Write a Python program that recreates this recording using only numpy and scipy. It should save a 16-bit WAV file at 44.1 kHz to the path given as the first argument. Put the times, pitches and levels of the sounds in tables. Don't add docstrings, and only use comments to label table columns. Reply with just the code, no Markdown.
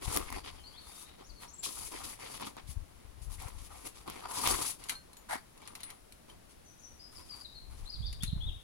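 import sys
import numpy as np
from scipy import signal
from scipy.fft import rfft, irfft, next_fast_len
from scipy.io import wavfile

SR = 44100
rng = np.random.default_rng(int(sys.argv[2]) if len(sys.argv) > 2 else 0)


def wav_record(signal):
    frames = np.transpose(np.atleast_2d(signal))
    bounded = np.clip(frames, -1, 1)
    quanta = np.round(bounded * 32767).astype(np.int16)
    wavfile.write(sys.argv[1], SR, quanta)


N = 380979


def from_db(db):
    return np.exp(np.asarray(db) * (np.log(10) / 20))


def rms_one(x):
    return x / np.sqrt(np.mean(x ** 2) + 1e-20)


def left_right(difference_db):
    return from_db(difference_db * np.array([[0.5], [-0.5]]))


def per_bin(points):
    hz, value = np.transpose(points)
    bin_hz = np.fft.rfftfreq(next_fast_len(N), 1 / SR)
    return np.interp(np.log(bin_hz + 1), np.log(hz), value)


def drift(rate_hz):
    step = 40
    settle = 2000
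    r = np.exp(-2 * step * np.pi * rate_hz / SR)
    noise = rng.standard_normal(N // step + settle + 2)
    slow = signal.lfilter([1], [1, -2 * r, r * r], noise)[settle:]
    return np.interp(np.arange(N) / step, np.arange(len(slow)), rms_one(slow))


def resonance(x, hz, width_hz):
    r = np.exp(-np.pi * width_hz / SR)
    top_gain_one = np.array([1, 0, -1]) * (1 - r * r) / 2
    return signal.lfilter(top_gain_one, [1, -2 * r * np.cos(2 * np.pi * hz / SR), r * r], x + 1e-18)


def colour(pair, spectrum, likeness):
    size = next_fast_len(N)
    mid, side = rfft(pair, size) * from_db(per_bin(spectrum))
    alike = np.clip(per_bin(likeness), 0, 1)
    mid = mid * np.sqrt(1 + alike)
    side = side * np.sqrt(1 - alike)
    return rms_one(irfft(np.array([mid + side, mid - side]), size)[:, :N])


def add(track, start_s, sound):
    start = max(round(start_s * SR), 0)
    track[..., start:start + sound.shape[-1]] += sound[..., :N - start]


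def burst(decay_s, apart):
    t = np.arange(SR // 8) / SR
    shared, *separate = rng.standard_normal((3, len(t)))
    cluster = (shared + apart * np.array(separate)) / np.hypot(1, apart)
    tick = np.exp(-t / 0.0005) / 2
    return cluster * (np.exp(-t / decay_s) + tick) / 2


def yard(x, t60_s, build_s):
    t = np.arange(SR) / SR
    scatter = rng.standard_normal((2, SR)) * from_db(-60 * t / t60_s) * (1 - np.exp(-t / build_s))
    scatter /= np.sqrt(np.sum(scatter ** 2, axis=1, keepdims=True))
    return signal.fftconvolve(np.atleast_2d(x), scatter, axes=1)[:, :N]


def creases(per_s, spread_db):
    chance = per_s * from_db(2.5 * drift(50)) / SR
    born = rng.random((2, N)) < chance
    sizes = from_db(spread_db * np.minimum(rng.exponential(1, (2, N)), 4))
    return rms_one(born * sizes * rng.choice([-1, 1], (2, N)))


def stroke(length_s, swell_db, attack_s, release_s):
    t = np.arange(int((length_s + 10 * release_s) * SR)) / SR
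    set_in = 1 - np.exp(-(t / attack_s) ** 2)
    swell = from_db(swell_db * (np.minimum(t / length_s, 1) - 0.5))
    die_away = np.exp(-np.maximum(t - length_s, 0) / release_s)
    return set_in * swell * die_away


# pitch_hz, width_hz
HOLLOWS = [(260, 150), (370, 170), (490, 65), (790, 300), (980, 112), (1210, 370), (2150, 570),
           (3300, 2360), (4600, 290)]


def flex(pair):
    booms = 0
    for pitch_hz, width_hz in HOLLOWS:
        openness_db = -8.5 + 10.3 * np.clip(drift(9.6), -2, 2)
        booms = booms + resonance(pair, pitch_hz, width_hz) * from_db(openness_db)
    return rms_one(pair + booms)


# pitch_hz, relative level_db (per Hz)
AIR_SPECTRUM = [(20, -1.5), (60, -3), (130, -6.5), (350, -7), (600, -10.5), (1100, -15.5), (2000, -19),
                (4500, -22), (8000, -25.5), (11000, -27.5), (16000, -29.5)]
# pitch_hz, likeness (0 to 1)
FAR_LIKENESS = [(50, 0.52), (300, 1), (900, 0.03), (15000, 0.015)]


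def outdoors():
    return from_db(-59.5) * colour(rng.standard_normal((2, N)), AIR_SPECTRUM, FAR_LIKENESS)


# pitch_hz, relative level_db (per Hz)
GUST_SPECTRUM = [(15, -9.5), (35, 1.5), (70, -0.5), (120, -13), (200, -28), (400, -39), (1000, -44.5),
                 (16000, -100)]
# peak_s, half_length_s, level_db, left_minus_right_db
GUSTS = [(0.088, 0.044, -35.5, 22), (0.195, 0.18, -46, 13), (0.448, 0.34, -55, 8), (1.334, 0.045, -52, 17),
         (1.892, .2, -55.5, -1), (2.728, 0.13, -46.5, 24), (3.33, 0.3, -46.5, 21), (4.0, 0.2, -56.5, 10),
         (4.525, 0.086, -49, 13.5), (7.226, 0.084, -51.5, -13), (7.765, .17, -49, 5),
         (8.044, 0.086, -41, -23), (8.348, 0.23, -36, 1.5)]
# peak_s, peak_db, width_s, left_minus_right_db
BUFFETS = [(0.08, -38, 0.0023, 25), (2.691, -44.5, 0.0024, 24), (2.773, -39, 0.0036, 29.5),
           (3.461, -42, 0.0029, 23), (8.009, -38.5, 0.0023, -25), (8.237, -30, .0017, -16.5),
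           (8.286, -30, 0.0026, -6), (8.333, -26.5, 0.0019, -16), (8.366, -32.5, 0.002, -16),
           (8.493, -34.5, 0.0076, 15)]
BREEZE_DB = -66


def wind():
    t = np.arange(N) / SR
    power = from_db(BREEZE_DB) ** 2
    for peak_s, half_length_s, level_db, pan_db in GUSTS:
        level = from_db(level_db) * rms_one(left_right(pan_db))
        swell = np.exp(-2 * np.minimum(((t - peak_s) / half_length_s) ** 2, 20))
        power = power + level ** 2 * swell
    uneven_noise = rng.standard_normal((2, N)) * from_db(4.0 * drift(12.2))
    eddies = colour(uneven_noise, GUST_SPECTRUM, [(20, 0.16), (200, 0.46)])
    out = from_db(1.5) * np.sqrt(power) * eddies
    for peak_s, peak_db, width_s, pan_db in BUFFETS:
        u = np.arange(-SR // 20, SR // 20) / SR / width_s
        bump = (1 - u ** 2) * np.exp(-u ** 2 / 2)
        add(out, peak_s - 1 / 20, from_db(peak_db) * left_right(pan_db) * bump)
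    return out


# pitch_hz, relative level_db (per Hz)
SWISH_SPECTRUM = [(300, -16), (1500, -19), (2500, -3), (4400, 0), (6500, 3.5), (8300, 3.5), (10500, 5),
                  (12500, -1), (16000, -7)]
CRUMPLE_SPECTRUM = [(60, 1), (200, -3), (380, 0), (560, 0), (850, -1), (1200, -0.5), (1600, -6), (2200, -6),
                    (3600, -9.5), (6000, -15), (16000, -40)]
# pitch_hz, likeness (0 to 1)
NEAR_LIKENESS = [(100, 0.64), (350, 0.88), (1100, 0.92), (1700, 0.22), (2400, 0.1), (3500, 0), (15000, 0)]
# start_s, length_s, swish_db (mid-stroke), crumple_db (mid-stroke), swell_db (from start to end)
STROKES = [(0.0, .13, -49, -49.5, 10), (0.112, 0.06, -40.5, -42.5, 2), (0.183, 0.14, -58, -53.5, -7),
           (0.305, 0.088, -56, -49.5, -2), (0.43, 0.062, -59, -51, -2), (0.514, 0.36, -71.5, -64, -12.5),
           (0.793, 0.2, -59, -68, 11), (0.99, .036, -51.5, -63, -1), (1.056, 0.043, -76, -60.5, -7),
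           (1.17, 0.056, -80, -59.5, -4), (1.39, 0.05, -57, -54.5, 3), (1.622, .05, -43.5, -53.5, -2),
           (1.673, 0.12, -48, -60.5, 0), (1.765, .11, -46.5, -55.5, 3.5), (1.897, 0.16, -53.5, -53.5, -8),
           (2.028, 0.11, -48.5, -53, -6), (2.18, 0.18, -54.5, -52.5, 4.5), (2.383, 0.034, -56, -46, 5),
           (2.436, .036, -52.5, -52.5, 7), (2.565, .016, -74, -45.5, -8), (2.663, 0.054, -56, -68, 9),
           (3.208, 0.035, -55, -82, -2), (3.289, 0.058, -53.5, -61, 2), (3.374, 0.13, -56.5, -57.5, -4),
           (3.486, 0.18, -63, -66.5, 13), (3.687, 0.17, -60, -61.5, 1.5), (3.839, 0.032, -48, -54, 2),
           (3.934, 0.091, -64.5, -63, 0), (4.055, 0.25, -60.5, -53, -6), (4.275, 0.245, -42.5, -44.5, 17),
           (4.523, 0.089, -41, -43.5, -3.5), (4.596, 0.11, -39, -48, -3), (4.778, .15, -61.5, -55, 5),
           (5.542, .38, -81, -64, 7.5), (6.274, .045, -69, -60.5, -5), (6.476, .04, -65, -72, 0),
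           (7.105, 0.1, -60.5, -64.5, 7), (7.24, 0.18, -62.5, -66, 4.5), (7.69, 0.31, -69.5, -68.5, -11.5)]
STIR_UNTIL_S, STIR_SWISH_DB, STIR_CRUMPLE_DB = 5.5, -82, -74


def nylon():
    stirring = np.arange(N) < STIR_UNTIL_S * SR
    power = from_db([[STIR_SWISH_DB], [STIR_CRUMPLE_DB]]) ** 2 * stirring
    for start_s, length_s, swish_db, crumple_db, swell_db in STROKES:
        shape = stroke(length_s, swell_db, attack_s=0.014, release_s=0.021)
        add(power, start_s, (from_db([[swish_db], [crumple_db]]) * shape) ** 2)
    swish, crumple = np.sqrt(power)
    slip = from_db(0.81 * drift(50))
    fibres = flex(colour(creases(per_s=7000, spread_db=1.0), SWISH_SPECTRUM, NEAR_LIKENESS))
    folds = flex(colour(creases(per_s=1000, spread_db=2.5), CRUMPLE_SPECTRUM, NEAR_LIKENESS))
    return slip * (from_db(1) * swish * fibres + from_db(5.0) * crumple * folds)


# start_s, peak_db, thud_db (relative to the crack)
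SNAPS = [(0.1630, -15, -22), (0.1718, -12, 2), (0.302, -32, 3), (0.325, -30, 1), (1.419, -39, -5),
         (1.632, -33, -6), (2.398, -41, 4), (2.416, -35, 3), (2.468, -33, -1), (2.567, -41, 15),
         (3.318, -41, -2), (3.422, -34, 1), (3.484, -37, 4), (3.872, -36, -8), (4.077, -36, 5),
         (4.099, -28, 3), (4.4735, -12.5, -6), (5.354, -40, 24)]
SNAP_DECAY_S = 0.0019


def snaps():
    crack, push = np.zeros((2, 2, N))
    for start_s, peak_db, thud_db in SNAPS:
        add(crack, start_s, from_db(peak_db) * burst(SNAP_DECAY_S, apart=0.6))
        add(push, start_s, from_db(peak_db + thud_db) * burst(SNAP_DECAY_S, apart=0.22))
    panel = 3 * resonance(push, 270, 120)
    panel = panel - 2.4 * resonance(push, 950, 500)
    panel = panel + 0.8 * resonance(push, 1900, 600)
    return from_db(-2) * crack + panel


def whistle(start_s, pitch_hz, quaver):
    rounded = np.sqrt(np.abs(np.sin(np.linspace(0, np.pi, len(pitch_hz)))))
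    wavering_hz = pitch_hz * quaver[round(start_s * SR):][:len(pitch_hz)]
    return rounded * np.sin(2 * np.pi * np.cumsum(wavering_hz) / SR)


# start_s, length_s, pitch_hz (mid-note), glide_octaves (from start to end), level_db
NOTES = [(0.58, .035, 3020, 0, -59.5), (0.631, 0.066, 4446, 0.2, -53.5), (0.723, 0.078, 3650, .62, -58.5),
         (0.771, 0.031, 4420, .06, -51.5), (0.823, .3, 3715, 0.088, -62.5), (1.06, 0.042, 4120, .04, -66),
         (1.237, .04, 6100, .4, -60), (1.29, .025, 4420, -0.32, -56.5), (1.356, 0.078, 4280, -0.067, -60),
         (1.475, 0.031, 6090, 0.37, -55.5), (1.532, .02, 7570, 0.11, -50), (1.582, 0.023, 7420, 0.06, -47),
         (6.645, 0.07, 6030, -.1, -60.5), (6.784, 0.026, 6380, 0.27, -59), (6.823, 0.053, 5890, 0, -53),
         (6.99, .09, 5050, 0.041, -54.5), (7.15, .037, 4970, -0.26, -52.5),
         (7.289, 0.066, 4736, -0.17, -48.5), (7.405, 0.018, 4800, -.11, -49.5),
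         (7.444, .02, 3990, -0.22, -45.5), (7.545, 0.056, 4180, -0.073, -50.5),
         (7.894, 0.013, 4950, 0.049, -43), (8.06, .012, 5120, 0.2, -50)]
# lead_s, lead_pitch_hz, lead_db, crest_s, crest_pitch_hz, crest_db
FLOURISH = [(7.853, 4280, -49.5, 7.921, 4630, -44.5), (8.022, 3694, -49, 8.052, 4690, -44),
            (8.203, 3650, -45.5, 8.26, 4125, -44), (8.403, 3530, -45, 8.46, 3680, -43)]
LEAD_S, SCOOP_OCTAVES, SCOOP_S = 0.05, 0.31, 0.00884
CREST_S, PLUNGE_OCTAVES, PLUNGE_LOSS_DB = 0.046, 0.57, 12


def bird():
    song = np.zeros(N)
    quaver = 1 + 0.0228 * drift(280)
    for start_s, length_s, pitch_hz, glide_octaves, level_db in NOTES:
        bend = glide_octaves * np.linspace(-0.5, 0.5, round(length_s * SR))
        add(song, start_s, from_db(level_db) * whistle(start_s, pitch_hz * 2 ** bend, quaver))
    scoop = SCOOP_OCTAVES * np.exp(-np.arange(round(LEAD_S * SR)) / SR / SCOOP_S)
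    plunge = np.maximum(np.linspace(-1, 1, round(CREST_S * SR)), 0)
    for lead_s, lead_hz, lead_db, crest_s, crest_hz, crest_db in FLOURISH:
        add(song, lead_s, from_db(lead_db) * whistle(lead_s, lead_hz * 2 ** -scoop, quaver))
        falling_hz = crest_hz * 2 ** (-PLUNGE_OCTAVES * plunge)
        fading = from_db(crest_db - PLUNGE_LOSS_DB * plunge)
        add(song, crest_s, fading * whistle(crest_s, falling_hz, quaver))
    wall = from_db(-1.5) * yard(song, t60_s=0.071, build_s=0.0014)
    trees = from_db(-0.5) * yard(song, t60_s=0.52, build_s=0.011)
    return (from_db(-0.5) * song + wall + trees) * from_db([[2.5], [-3]])


def chink(rattle, count):
    pitches_hz = np.geomspace(2100, 13000, count) * 2 ** rng.uniform(-0.05, 0.05, count)
    partials = sum(rng.choice([-1, 1]) * resonance(rattle, hz, width_hz=61) for hz in pitches_hz)
    return 0.7 * rattle + 0.79 * partials


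# start_s, clack_db, ring_db, region_hz (where it rings most)
CLINKS = [(4.818, -56, -52, 1620), (4.838, -36.5, -49, 7500), (4.886, -34, -53, 3100),
          (4.894, -22.5, -35, 3130), (4.92, -35, -46, 1580), (4.953, -62, -44, 4250),
          (4.954, -54, -52, 8450), (5.131, -45, -54, 3830), (5.168, -45, -50.5, 7400),
          (5.171, -56, -54, 11700), (5.576, -47, -64, 6100), (5.617, -47, -53, 2300),
          (5.654, -53, -51, 4900), (5.674, -36.5, -57, 9400), (5.752, -34.5, -54, 11600),
          (5.804, -41, -59, 6100), (5.832, -33.5, -46.5, 9600), (5.902, -36.5, -58, 5400),
          (6.122, -42, -61, 10700), (6.298, -47, -45, 3100), (8.127, -38, -65, 8800),
          (8.224, -38, -52, 7100), (8.233, -27, -55, 9500)]
# pitch_hz, relative level_db, t60_s (time to fall 60 dB)
METAL_MODES = [(1560, -4, .35), (2299, -3, .12), (3117, -3, .07), (4247, 3, .15), (4950, -2, .06),
               (6130, -3, .2), (6928, -2, .22), (7350, 0, .05), (8640, -2, .12), (9469, 2, .42),
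               (10560, -4, .05), (11950, -1, .2), (12730, -4, .25)]
# pitch_hz, width_hz, level_db
FRAME_RESONANCES = [(880, 560, -14), (1850, 1050, -3.5), (2990, 290, 0.5), (3940, 280, 2),
                    (5730, 1750, -2.5), (7670, 3560, -0.5), (9400, 3500, 0), (12500, 4100, -8.5)]
RATTLE_S, MEDIUM_KNOCK_DB, RATTLE_DOUBLES_DB = 0.0061, -37.5, 19


def frame():
    knocks, rings = np.zeros((2, 2, N))
    t = np.arange(SR * 3 // 4) / SR
    mode_hz, mode_db, t60_s = np.transpose(METAL_MODES)[:, :, None]
    for start_s, clack_db, ring_db, region_hz in CLINKS:
        rattle_s = RATTLE_S * 2 ** ((clack_db - MEDIUM_KNOCK_DB) / RATTLE_DOUBLES_DB)
        add(knocks, start_s, from_db(clack_db) * chink(burst(rattle_s, apart=0.87), count=14))
        loss_db = np.minimum(70 * np.abs(np.log2(mode_hz / region_hz)), 32)
        strength_db = ring_db + mode_db - loss_db
        phase = rng.uniform(0, 2 * np.pi, (len(mode_hz), 1))
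        modes = from_db(strength_db - 60 * t / t60_s) * np.sin(2 * np.pi * mode_hz * t + phase)
        add(rings, start_s, modes.sum(axis=0) * (1 - np.exp(-t / 0.00016)))
    clacks = 0
    for k, (pitch_hz, width_hz, level_db) in enumerate(FRAME_RESONANCES):
        sign = (-1) ** k
        clacks = clacks + sign * from_db(level_db + 10) * resonance(knocks, pitch_hz, width_hz)
    return clacks + rings


# pitch_hz, relative level_db (per Hz)
FLOP_SPECTRUM = [(100, -14), (450, -17), (680, 2.5), (1100, -5), (1900, 1), (2600, -15), (3600, -11.5),
                 (6000, -15.5), (10000, -14), (16000, -24)]


def landing():
    level = np.zeros(N)
    shape = stroke(length_s=0.068, swell_db=-14, attack_s=0.032, release_s=0.02)
    add(level, 5.281, from_db(-30.5) * shape)
    return level * flex(colour(creases(per_s=2700, spread_db=2.5), FLOP_SPECTRUM, NEAR_LIKENESS))


def scene():
    cloth = nylon() + snaps() + landing()
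    metal = frame()
    echoes = yard(from_db(-14.5) * cloth + from_db(-10.5) * metal, t60_s=0.24, build_s=0.0012)
    return cloth + metal + echoes + bird() + outdoors() + wind()


PORT_HZ, PORT_WIDTH_HZ = 10220, 1040
LEFT_LAG = 40
RIGHT_TOP_HZ, CUTOFF_HZ = 13300, 15900


def record(dry):
    port = np.array([[2.6], [0.4]]) * resonance(dry, PORT_HZ, PORT_WIDTH_HZ)
    left, right = dry * from_db([[1.2], [-1.2]]) + port
    left = np.pad(left, (LEFT_LAG, 0))[:N]
    right = signal.sosfilt(signal.butter(2, RIGHT_TOP_HZ, fs=SR, output="sos"), right)
    steep_lowpass = signal.ellip(10, 0.2, 70, CUTOFF_HZ, fs=SR, output="sos")
    return signal.sosfilt(steep_lowpass, np.array([left, right]))


dry = scene()
out = record(dry)
wav_record(out)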